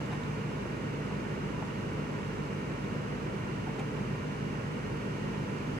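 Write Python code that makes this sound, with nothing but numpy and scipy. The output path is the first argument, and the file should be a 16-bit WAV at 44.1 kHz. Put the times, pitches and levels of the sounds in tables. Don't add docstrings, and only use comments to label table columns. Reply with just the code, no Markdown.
import sys
import numpy as np
from scipy import signal
from scipy.fft import rfft, irfft
from scipy.io import wavfile

SR = 44100
rng = np.random.default_rng(int(sys.argv[2]) if len(sys.argv) > 2 else 0)


def transcribe(u):
    v = np.clip(np.atleast_2d(u).T, -1, 1)
    q = np.round(v * 32767).astype(np.int16)
    wavfile.write(sys.argv[1], SR, q)


N = 255339
T = np.arange(N) / SR
HZ = np.fft.rfftfreq(N, 1 / SR)
MOTOR_WANDER = 0.001


def fans():
    # shaft multiple, level/dB
    fan_a = [(1, -53), (2, -51.5), (3, -44), (4, -45.5), (5, -53), (6, -59.5), (17, -65.5)]
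    # shaft multiple, level/dB
    fan_b = [(1, -62.5), (3, -45.5), (4, -50.6), (6, -55.5)]
    first = hum(fan_a, base_hz=50.56, waver=0.1, wander=MOTOR_WANDER)
    second = hum(fan_b, base_hz=48.21, waver=0.15, wander=MOTOR_WANDER)
    return first + second


def hum(partials, base_hz, waver, wander=0):
    speed_hz = base_hz * (1 + wander * drift(rate_hz=0.63))
    turns = np.cumsum(speed_hz) / SR
    stereo = np.zeros((2, N))
    for multiple, db in partials:
        tone = np.exp(2j * np.pi * (multiple * turns + rng.random()))
        tone *= 1 + waver * drift(rate_hz=5)
        stereo += np.sqrt(2) * gain_of(db) * (ports(multiple * base_hz)[:, None] * tone).real
    return stereo


def roar():
    # f/Hz, density/(dB per Hz)
    spectrum = [(20, -100), (38, -94), (50, -85), (64, -70.5), (100, -66), (175, -63), (225, -65),
                (360, -66.5), (440, -65), (520, -70), (630, -71.5), (760, -78.5), (1200, -120)]
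    # t/s, gain/dB
    swell = [(0, 0), (1.2, 0.5), (2.3, 0), (3.3, 1), (4, -0.3), (4.8, 0.5), (5.4, 0), (5.79, 1.3)]
    treble_loss_db = 40 * np.log10(1 + (HZ / 3000) ** 2)
    turbulence = room_noise(at_hz(spectrum, HZ) - treble_loss_db)
    throb_db = 0.35 * drift(rate_hz=27)
    return turbulence * gain_of(over_time(swell) + throb_db)


def rush():
    # f/Hz, density/(dB per Hz)
    spectrum = [(400, -100), (790, -75.5), (1000, -76), (1240, -76), (1420, -75), (1700, -79), (2050, -82),
                (2250, -86), (2580, -83.5), (2790, -79.5), (3200, -90), (3450, -92), (4300, -94),
                (6500, -96.5), (9800, -105.2), (11200, -110.2), (15500, -114.9)]
    # f/Hz, width/Hz, lift/dB
    duct = [(984, 49, 3.5), (1868, 81, 4.5), (2217, 118, 6.5), (2387, 77, 6), (6240, 350, 1)]
    # t/s, gain/dB
    treble_trim = [(0, 1), (.5, 0.14), (4.6, 0), (5.79, 1)]
    crossover_hz = 3000
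    lift_db = sum(resonance(HZ, f, width, db) for f, width, db in duct)
    air = room_noise(at_hz(spectrum, HZ) + lift_db)
    treble = irfft(rfft(air) * HZ ** 4 / (HZ ** 4 + crossover_hz ** 4), N)
    return air - treble + treble * gain_of(over_time(treble_trim))


def mains_hum():
    # mains multiple, level/dB
    partials = [(2, -47), (4, -50), (6, -63.5)]
    return hum(partials, base_hz=59.985, waver=0.15)


def motor_whine():
    # pitch multiple, level/dB
    partials = [(1, -56.5)]
    return hum(partials, base_hz=409.85, waver=0.5, wander=MOTOR_WANDER)


def bumps():
    # f/Hz, width/Hz, level/dB
    housing = [(785, 340, 3), (1175, 420, -6), (1850, 800, -12.5)]
    # t/s, level/dB, T60/s, hardness/dB, ringing share of energy
    knocks = [(.011, -41, 0.055, -8, 0.1), (.1, -43.5, 0.29, -1, 0.05), (.124, -42, 0.13, -3, 0),
              (1.109, -39.5, 0.038, 4, 0.3), (1.6235, -34.8, 0.039, 2, 0.2), (3.666, -42, 0.15, -6, 0),
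              (3.778, -41, .09, -8, 0.1), (3.802, -36.3, 0.049, -7, .6), (4.149, -39, 0.04, 7, .2)]
    return sum(contact(struck(housing, hardness_db), start_s, db, t60_s, rise_s=0.053 * t60_s, ring=ring)
               for start_s, db, t60_s, hardness_db, ring in knocks)


def ticks():
    # f/Hz, width/Hz, level/dB
    loose_part = [(3660, 510, -1.5), (7070, 880, -10.5), (14500, 5000, -36)]
    # t/s, level/dB, T60/s, hardness/dB
    impacts = [(.06, -48, .017, 0), (.116, -51, 0.013, -8), (.151, -52, .018, 1), (.2345, -43, .016, -6),
               (.281, -54, 0.018, -5), (2.218, -54, .02, -3), (2.844, -55, .023, 0), (3.794, -51, 0.026, 8)]
    return sum(contact(struck(loose_part, hardness_db), start_s, db, t60_s, rise_s=0.0007, ring=0.3)
               for start_s, db, t60_s, hardness_db in impacts)


def rubs():
    # f/Hz, width/Hz, level/dB
    bands = [(2300, 1200, 7), (3750, 900, -11), (7800, 4500, -17)]
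    # t/s, level/dB, T60/s
    strokes = [(.117, -46, .062), (3.783, -44.5, 0.08)]
    return sum(contact(bands, start_s, db, t60_s, rise_s=0.016) for start_s, db, t60_s in strokes)


def struck(modes, hardness_db):
    return [modes[0]] + [(f, width, db + hardness_db) for f, width, db in modes[1:]]


def contact(modes, start_s, level_db, t60_s, rise_s, ring=0):
    t = np.arange(SR // 4) / SR
    hz = np.fft.rfftfreq(len(t), 1 / SR)
    colour = sum(resonance(hz, f, width, gain_of(db)) for f, width, db in modes)
    friction = rng.standard_normal(len(t)) + 0.5 * rng.standard_normal((2, len(t)))
    grit = unit_rms(irfft(rfft(friction) * colour, len(t)))
    tone = np.zeros(len(t))
    for f, _, db in modes:
        mode_hz = f * rng.normal(1, 0.015)
        tone += gain_of(db) * np.sin(2 * np.pi * (mode_hz * t + rng.random()))
    body = np.sqrt(ring) * unit_rms(tone) + np.sqrt(1 - ring) * grit
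    attack = np.minimum(t / rise_s, 1)
    decay = np.exp(-np.log(1000) * np.maximum(t - rise_s, 0) / t60_s)
    sound = gain_of(level_db) * body * attack * decay
    return np.pad(sound, ((0, 0), (round(start_s * SR), N)))[:, :N]


def room_noise(density_db):
    # f/Hz, correlation
    likeness = [(60, 0.91), (190, 0.96), (280, 0.51), (460, 0.71), (600, 0.38), (800, 0.57), (960, 0.4),
                (1070, 0.035), (1280, 0.55), (1430, 0.38), (1650, 0.67), (2150, 0.69), (2650, 0.072),
                (6200, 0.2), (12000, 0.083)]
    common = at_hz(likeness, HZ)
    left = white_spectrum()
    right = common * left + np.sqrt(1 - common ** 2) * white_spectrum()
    return irfft(np.array([left, right]) * ports(HZ) * gain_of(density_db), N)


def ports(hz):
    # f/Hz, left minus right/dB
    balance = [(100, 0), (200, -1.5), (300, 1), (410, -4.5), (620, 4.5), (850, 0), (1050, -4), (1250, -1),
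               (1500, -7), (1900, -2.5), (2280, 1), (2850, -4), (4000, -3), (6500, -6), (10500, -6),
               (15000, -4)]
    # f/Hz, added left phase lead/rad
    bend = [(50, -0.65), (200, 1.02), (390, 0.5), (490, 1.26), (700, -0.87), (860, 1), (960, 4),
            (1280, -0.33), (1620, 1), (2400, 1), (4500, 1), (7000, 0.15)]
    delay_s = 21.5 / SR
    ratio = gain_of(at_hz(balance, hz))
    lead_rad = at_hz(bend, hz) - 2 * np.pi * hz * delay_s
    left = ratio * np.exp(1j * lead_rad)
    return np.array([left, np.ones_like(ratio)]) * np.sqrt(2 / (1 + ratio ** 2))


def white_spectrum():
    real, imag = rng.standard_normal((2, len(HZ)))
    return (real + 1j * imag) * np.sqrt(N * SR) / 2


def drift(rate_hz):
    return unit_rms(irfft(white_spectrum() * np.exp(-(HZ / rate_hz) ** 2) * (HZ > 0), N))


def resonance(hz, centre_hz, width_hz, height):
    return height / (1 + (2 * (hz - centre_hz) / width_hz) ** 2)


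def at_hz(table, hz):
    f, value = np.transpose(table)
    return np.interp(np.log(hz + 1), np.log(f + 1), value)


def over_time(table):
    return np.interp(T, *np.transpose(table))


def gain_of(db):
    return 10 ** (np.asarray(db) / 20)


def unit_rms(x):
    return x / np.sqrt(np.mean(x ** 2) + 1e-20)


def scene():
    hums = fans() + mains_hum() + motor_whine()
    air = roar() + rush()
    hand = bumps() + ticks() + rubs()
    return hums + air + hand


def record(dry):
    fade_s, cutoff_hz = 0.004, 15730
    from_end_s = np.minimum(T, T[::-1])
    fade = np.sin(np.pi / 2 * np.minimum(from_end_s / fade_s, 1)) ** 2
    taps = signal.firwin(1023, cutoff_hz, window=("kaiser", 9), fs=SR)
    return signal.oaconvolve(dry * fade, taps[None], "same")


dry = scene()
out = record(dry)
transcribe(out)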